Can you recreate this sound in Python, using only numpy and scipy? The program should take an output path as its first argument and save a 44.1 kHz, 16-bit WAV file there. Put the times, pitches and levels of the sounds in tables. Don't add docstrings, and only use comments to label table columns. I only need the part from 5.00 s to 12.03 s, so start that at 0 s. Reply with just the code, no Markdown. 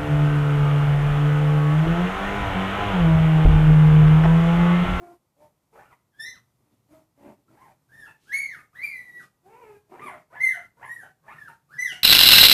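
import sys
import numpy as np
from scipy import signal
from scipy.fft import rfft, irfft, next_fast_len
from scipy.io import wavfile
from scipy.ndimage import uniform_filter1d

SR = 44100
rng = np.random.default_rng(int(sys.argv[2]) if len(sys.argv) > 2 else 0)


def elevation(decibels):
    levels = np.asarray(decibels, float)
    return 10 ** (levels / 20)


def generate_wav(signal):
    frames = np.transpose(np.atleast_2d(signal))
    scaled = np.clip(frames, -1, 1) * 32767
    pcm = np.round(scaled).astype(np.int16)
    wavfile.write(sys.argv[1], SR, pcm)


N = 310023
TOP_HZ = 14560


def unit(x):
    return x / np.sqrt(np.mean(x ** 2) + 1e-20)


def along(points, hz):
    f, v = np.transpose(points)
    return np.interp(np.log(hz + 1), np.log(f + 1), v)


def filtered(x, response):
    m = next_fast_len(len(x) + 8192)
    return irfft(rfft(x, m) * response(np.fft.rfftfreq(m, 1 / SR)), m)[:len(x)]


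def noise(spectrum):
    return unit(filtered(rng.standard_normal(N), lambda hz: elevation(along(spectrum, hz))))


def wobble(rate):
    return unit(filtered(rng.standard_normal(N), lambda hz: np.exp(-(2 * hz / rate) ** 2)))


def voice(calls, mouth, breath, breath_db, high_gain_db, muffle_db, fade, order):
    out = np.zeros(N)
    air = noise(breath)
    shake, flutter, drift = wobble(350), wobble(220), wobble(70)
    k = np.arange(4, 11)[:, None]

    def muffled(hz):
        return muffle_db / (1 + (2700 / hz) ** 8)

    for rows, colour, hoarse in calls:
        octave_db, octave_gain_db, twelfth_db, higher_db, grows = colour
        s, *cols = np.transpose(rows)
        s = np.maximum.accumulate(s)
        at = np.arange(max(round(s[0] * SR), 0), min(round(s[-1] * SR), N))
        t = at / SR
        pitch, first_db = (np.interp(t, s, c) for c in cols)

        opening = at < at[np.argmax(first_db > first_db.max() - 3)]
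        slack_db = (grows + 0.69 * opening) * (first_db - first_db.max())
        fall_octaves = np.log2(pitch.max() / pitch) * (at > at[pitch.argmax()])
        second_db = first_db + octave_db + octave_gain_db * fall_octaves + muffled(2 * pitch)
        third_db = first_db + twelfth_db + 0.41 * slack_db + muffled(3 * pitch)
        high_db = first_db + higher_db + slack_db + muffled(order * pitch)

        glide = uniform_filter1d(np.abs(np.gradient(np.log2(pitch))) * SR, SR // 50)
        rough = np.minimum(hoarse * (1 + np.exp((s[0] - t) / 0.15)) + .009 * glide, .6)
        phase = 2 * np.pi * np.cumsum(pitch * (1 + .009 * drift[at])) / SR
        phase = phase + .7 * rough * shake[at]

        colour_db = along(mouth, k * pitch) - along(mouth, order * pitch)
        high_level = elevation(high_db + high_gain_db + colour_db) * (k * pitch < TOP_HZ)
        upper = np.sum(high_level * np.sin(k * phase + k * k), axis=0)
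        low = elevation(first_db) * np.sin(phase)
        low = low + elevation(second_db) * np.sin(2 * phase + 1)
        low = low + elevation(third_db) * np.sin(3 * phase)

        effort_db = np.max([first_db, second_db, third_db], axis=0)
        puffs = rough * elevation(effort_db + breath_db) * air[at] * (1 + 0.31 * np.cos(phase))
        edges = np.clip(np.minimum(t - s[0], s[-1] - t) / fade, 0, 1)
        out[at] += edges * (1 + rough * flutter[at]) * (np.sqrt(2) * (low + upper) + puffs)
    return out


def squeals():
    # t/s, pitch f/Hz, level/dB
    early_cries = [
        [(1.12, 1836, -80), (1.14, 1590, -60.5), (1.185, 1757, -65.5), (1.201, 1787, -37.5),
         (1.25, 1856, -43.5), (1.262, 1989, -40.5), (1.29, 2042, -44), (1.332, 1832, -59), (1.39, 983, -67)],
        [(2.89, 1515, -62.5), (2.93, 1783, -56), (2.976, 1848, -47.5), (3.052, 1625, -55), (3.072, 1335, -51)],
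        [(3.25, 1231, -73), (3.29, 1631, -49), (3.314, 1657, -46), (3.322, 1846, -36.5), (3.336, 2148, -29.5),
         (3.412, 2245, -35), (3.48, 2075, -42), (3.536, 1780, -45.5), (3.558, 1355, -47)],
        [(3.73, 1118, -61), (3.764, 1885, -50), (3.82, 2170, -42), (3.842, 2387, -30), (3.882, 2237, -44),
         (3.97, 2018, -41), (4.049, 1941, -54.5), (4.189, 1913, -51), (4.215, 1262, -54)],
    ]
    late_cries = [
        [(5.365, 1680, -46.5), (5.397, 1730, -45), (5.407, 2050, -30), (5.435, 2095, -24.5), (5.462, 2110, -24),
         (5.485, 1980, -31), (5.512, 1770, -43), (5.55, 1456, -45.5)],
        [(5.85, 1790, -45.5), (5.86, 1696, -53), (5.916, 1922, -43), (5.962, 1890, -51), (5.995, 1760, -51.5),
         (6.03, 1484, -52.5)],
        [(6.35, 1867, -56.5), (6.412, 1730, -48.5), (6.474, 1586, -57), (6.487, 1273, -40)],
        [(6.69, 1107, -63.5), (6.74, 1763, -50), (6.772, 1603, -50.5), (6.778, 1913, -55), (6.791, 1982, -29.5),
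         (6.832, 2020, -28), (6.855, 1925, -31.5), (6.885, 1648, -46), (6.925, 1394, -52.5)],
    ]
    # octave/dB, octave gain/dB per octave of fall, twelfth/dB, higher partials/dB,
    # their extra/dB per dB of effort; levels are against the fundamental
    cry_colours = [(-10, -0.5, -8, -11, 0.36), (-26.5, 40, -25, -18, 0.12), (-23.5, 0.5, -20, -8, 1),
                   (-22, -17.5, -34, -13.5, .15), (-33.5, 39, -28.5, -13, 0.36), (-35, 28, -32, -8.5, 1),
                   (-29.5, 16, -26, -17.5, 0.26), (-30, 89.5, -14.5, -13, 0.05)]
    cry_roughness = [.07, .09, .125, .14, .05, .07, .12, .075]
    # f/Hz, level/dB
    gape = [(3000, -5.5), (5000, -6), (6500, -8.5), (8000, -14), (10500, -1.5), (12500, -9.5),
            (14500, -23.5)]
    # f/Hz, level/dB per Hz
    hiss = [(500, -12), (2000, -0.5), (3500, -9.5), (6000, -15.5), (8000, -24), (10500, -4), (14500, -7.5)]
    calls = zip(early_cries + late_cries, cry_colours, cry_roughness)
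    return voice(calls, gape, hiss, breath_db=-10, high_gain_db=-10.0, muffle_db=0.5, fade=0.0013, order=5)


def swoops():
    # t/s, length/s, start f/Hz, end f/Hz, level/dB
    swoop_list = [
        (5.3, 0.082, 404, 1110, -51),
        (5.768, 0.095, 388.2, 1128, -48),
        (6.226, .12, 408.8, 1497, -50.5),
    ]
    # share of length, share of the rise, level/dB against the table above
    swoop_path = [(0, 0.22, -14.5), (.27, .22, -10), (.75, .87, -1), (1, 1, -4.5)]
    calls = []
    for s, length, from_hz, to_hz, db in swoop_list:
        course = [(s + u * length, from_hz * (to_hz / from_hz) ** rise, db + rel_db)
                  for u, rise, rel_db in swoop_path]
        calls.append((course, (0.5, 0, -6, -31, 0), .22))
    return calls


def croaks():
    # t/s, pitch f/Hz, level/dB, overtones/dB, twelfth/dB against the fundamental
    croak_list = [(3.075, 881, -58, 9, 8.5), (3.557, 1250, -53, -4.5, -13.5), (4.215, 1240, -53, -8, -12),
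                  (5.55, 707, -50, 3.5, -11), (6.028, 761, -49.5, 5.5, -20), (6.483, 922, -51.5, -5, -13),
                  (6.923, 735.5, -52.5, 4.5, 5)]
    # share of length, pitch as a ratio, level/dB against the table above
    croak_path = [(0, 1.015, -4.5), (.55, .99, -4), (1, .97, -25.5)]
    length = 0.069
    calls = []
    for s, hz, db, over_db, twelfth_db in croak_list:
        course = [(s + u * length, hz * ratio, db + rel_db) for u, ratio, rel_db in croak_path]
        calls.append((course, (-4 + over_db, 0, twelfth_db, -13.5 + over_db, 0), .21))
    return calls


def moans():
    # t/s, pitch f/Hz, level/dB
    moan_paths = [
        [(.71, 427.6, -71), (.746, 450.7, -61), (.782, 690, -59), (.86, 1390, -61), (.9, 1437, -64),
         (.93, 1004, -57), (.96, 890, -88)],
        [(2.48, 335.5, -73), (2.514, 313.4, -57), (2.548, 343.5, -59), (2.56, 621, -59.5), (2.596, 987, -59.5),
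         (2.63, 1092, -58), (2.71, 622, -61.5), (2.73, 598, -68)],
        [(4.43, 342, -69.5), (4.478, 391, -55.5), (4.512, 440, -55.5), (4.592, 504.7, -53.5),
         (4.64, 449.6, -49), (4.66, 432.4, -48), (4.745, 411.5, -53.5), (4.77, 398, -101)],
        [(4.88, 313.5, -72), (4.91, 323.2, -56.5), (4.962, 469.6, -51.5), (4.972, 664, -55.5),
         (5.018, 1213, -50.5), (5.07, 1143, -41), (5.102, 789, -53), (5.17, 563.6, -58.5)],
    ]
    # octave/dB, octave gain/dB per octave of fall, twelfth/dB, higher partials/dB,
    # their extra/dB per dB of effort; levels are against the fundamental
    moan_colours = [(-2.5, -5, -8, -32, 4.5), (-8, -7, -18, -33, -3.5), (-3, -25, -19, -25.5, -1.14),
                    (-1, -3.5, -5.5, -17, 0)]
    return list(zip(moan_paths, moan_colours, [.35, .19, .09, .3]))


def grunts():
    # t/s, length/s, top pitch f/Hz, level/dB, octave/dB against the fundamental
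    grunt_list = [(-.04, 0.19, 358, -54.5, -2), (0.364, .14, 308.2, -70.5, 12),
                  (1.598, .17, 305.4, -68, -5.5), (1.889, .14, 323.3, -60, -3.5),
                  (2.167, .2, 296.8, -59.5, 1)]
    # share of length, pitch as a ratio of the top, level/dB against the table above
    grunt_path = [(0, .9, -3.5), (.15, .94, -4), (.4, 0.98, 1.5), (.85, 0.98, -2.5), (1, 0.64, -24)]
    calls = []
    for (s, length, hz, db, octave_db), hoarse in zip(grunt_list, [.13, .14, .3, .22, .3]):
        course = [(s + u * length, hz * ratio, db + rel_db) for u, ratio, rel_db in grunt_path]
        calls.append((course, (octave_db, -150, -8.5 + 1.03 * octave_db, -22, 0), hoarse))
    return calls


def low_voice():
    # f/Hz, level/dB
    dull_mouth = [(1000, 48), (1400, 29), (1800, 0.5), (2400, 9), (3300, -14), (4800, -32.5), (6200, -29),
                  (8000, -24), (10500, -12), (14500, -26.5)]
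    # f/Hz, level/dB per Hz
    hoarse_air = [(100, -28.5), (350, -4.5), (1000, -3), (1400, -10.5), (2300, -9), (3200, -21),
                  (6000, -49), (14500, -43.5)]
    calls = moans() + grunts() + swoops() + croaks()
    return voice(calls, dull_mouth, hoarse_air, breath_db=-2, high_gain_db=2.5, muffle_db=-19.5,
                 fade=0.004, order=4)


def handling():
    # t/s, thud level/dB, rustle level/dB against the thud, length/s
    touches = [(1.604, -49, -28, 0.038), (1.709, -47.5, -9.5, 0.037), (2.21, -42.5, -32, 0.13),
               (2.463, -46.5, -28, 0.054), (3.185, -55.5, 8.5, 0.093), (4.146, -53.5, -6.5, 0.08),
               (4.203, -57.5, 7.5, 0.072), (4.988, -35.5, -20.5, 0.066), (5.052, -39, -12.5, 0.013),
               (5.154, -48, -16, 0.086), (6.915, -45.5, 11.5, 0.02)]
    thud = noise([(40, -27.5), (90, -10.5), (200, -0.5), (400, -0.5), (900, -54.5)])
    rustle = noise([(500, -32.5), (2500, 3), (9000, 0), (14500, -9.5)]) * elevation(1.8 * wobble(200))
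    t, out = np.arange(N) / SR, np.zeros(N)
    for s, db, rustle_db, length in touches:
        swell = np.exp(-((t - s - length / 2) / max(length / 2, .005)) ** 2)
        out += elevation(db - 15) * swell * (thud + elevation(rustle_db) * rustle)
    return out


def floor_bounce(x):
    notch_hz, width_hz, depth_db = 496.4, 22, -12
    return filtered(x, lambda hz: elevation(depth_db / (1 + ((hz - notch_hz) / width_hz) ** 2)))


def facing_away(x):
    # f/Hz, level/dB
    head_shadow = [(500, 3), (2000, 1.5), (4000, -1.5), (12000, -7.5)]
    return filtered(x, lambda hz: elevation(along(head_shadow, hz)))


def room(x, block=16384):
    # f/Hz, time to fade by 60 dB/s
    fade_times = [(200, 0.34), (2000, 0.34), (6000, 0.34), (13000, 0.26)]
    out, window = np.zeros(N + 2 * SR), np.hanning(2 * block)
    hz, t, z = signal.stft(rng.standard_normal((N // block + 2, SR // 2)), SR, nperseg=256)
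    fading = elevation(-60 * t / along(fade_times, hz)[:, None])
    tails = signal.istft(z * fading, SR, nperseg=256)[1]
    for start, tail in zip(range(-block, N, block), tails):
        at = np.arange(max(start, 0), min(start + 2 * block, N))
        wet = signal.fftconvolve(x[at] * window[at - start], tail / np.linalg.norm(tail))
        out[at[0] + 150:][:len(wet)] += wet
    return out[:N]


def background():
    # f/Hz, level/dB per Hz
    quiet_room = [(15, -35.5), (25, -18), (63, -7.5), (137, -4), (493, -13.5), (661, -14.5), (910, -15),
                  (1290, -18.5), (1720, -29.5), (1870, -23), (2860, -28), (14500, -27.5)]
    # f/Hz, width/Hz, first level/dB, last level/dB
    appliances = [
        (128.5, 32, -69, -71.5),
        (150, 31, -80.5, -67.5),
    ]
    drones = np.zeros(N)
    for hz, w, first_db, last_db in appliances:
        level_db = np.linspace(first_db, last_db, N) + 4.5 * wobble(3.7)
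        drones += elevation(level_db) * noise([(hz - 3 * w, -40), (hz, 0), (hz + 3 * w, -40)])
    return elevation(-62.0 + 0.64 * wobble(3.41)) * noise(quiet_room) + drones


def scene():
    near = floor_bounce(squeals() + low_voice()) + handling()
    return (facing_away(near) + elevation(3.5) * room(near) + background())[None]


def band_limit(x):
    return signal.sosfilt(signal.butter(12, 15000, fs=SR, output="sos"), x)


def record(dry):
    band = filtered(dry[0], lambda hz: (hz > 260) * (hz < 4000))
    power = np.abs(uniform_filter1d(band ** 2, round(0.026 * SR)))
    level_db = 10 * np.log10(power + 1e-12)
    opening = 1 / (1 + np.exp(-(level_db + 55.0) / 2.88))
    gain_db = -12 * (1 - uniform_filter1d(opening, round(0.032 * SR)))
    mix = filtered(dry[0] * elevation(gain_db), lambda hz: hz < TOP_HZ)[None]
    return band_limit(mix)


dry = scene()
out = record(dry)
generate_wav(out)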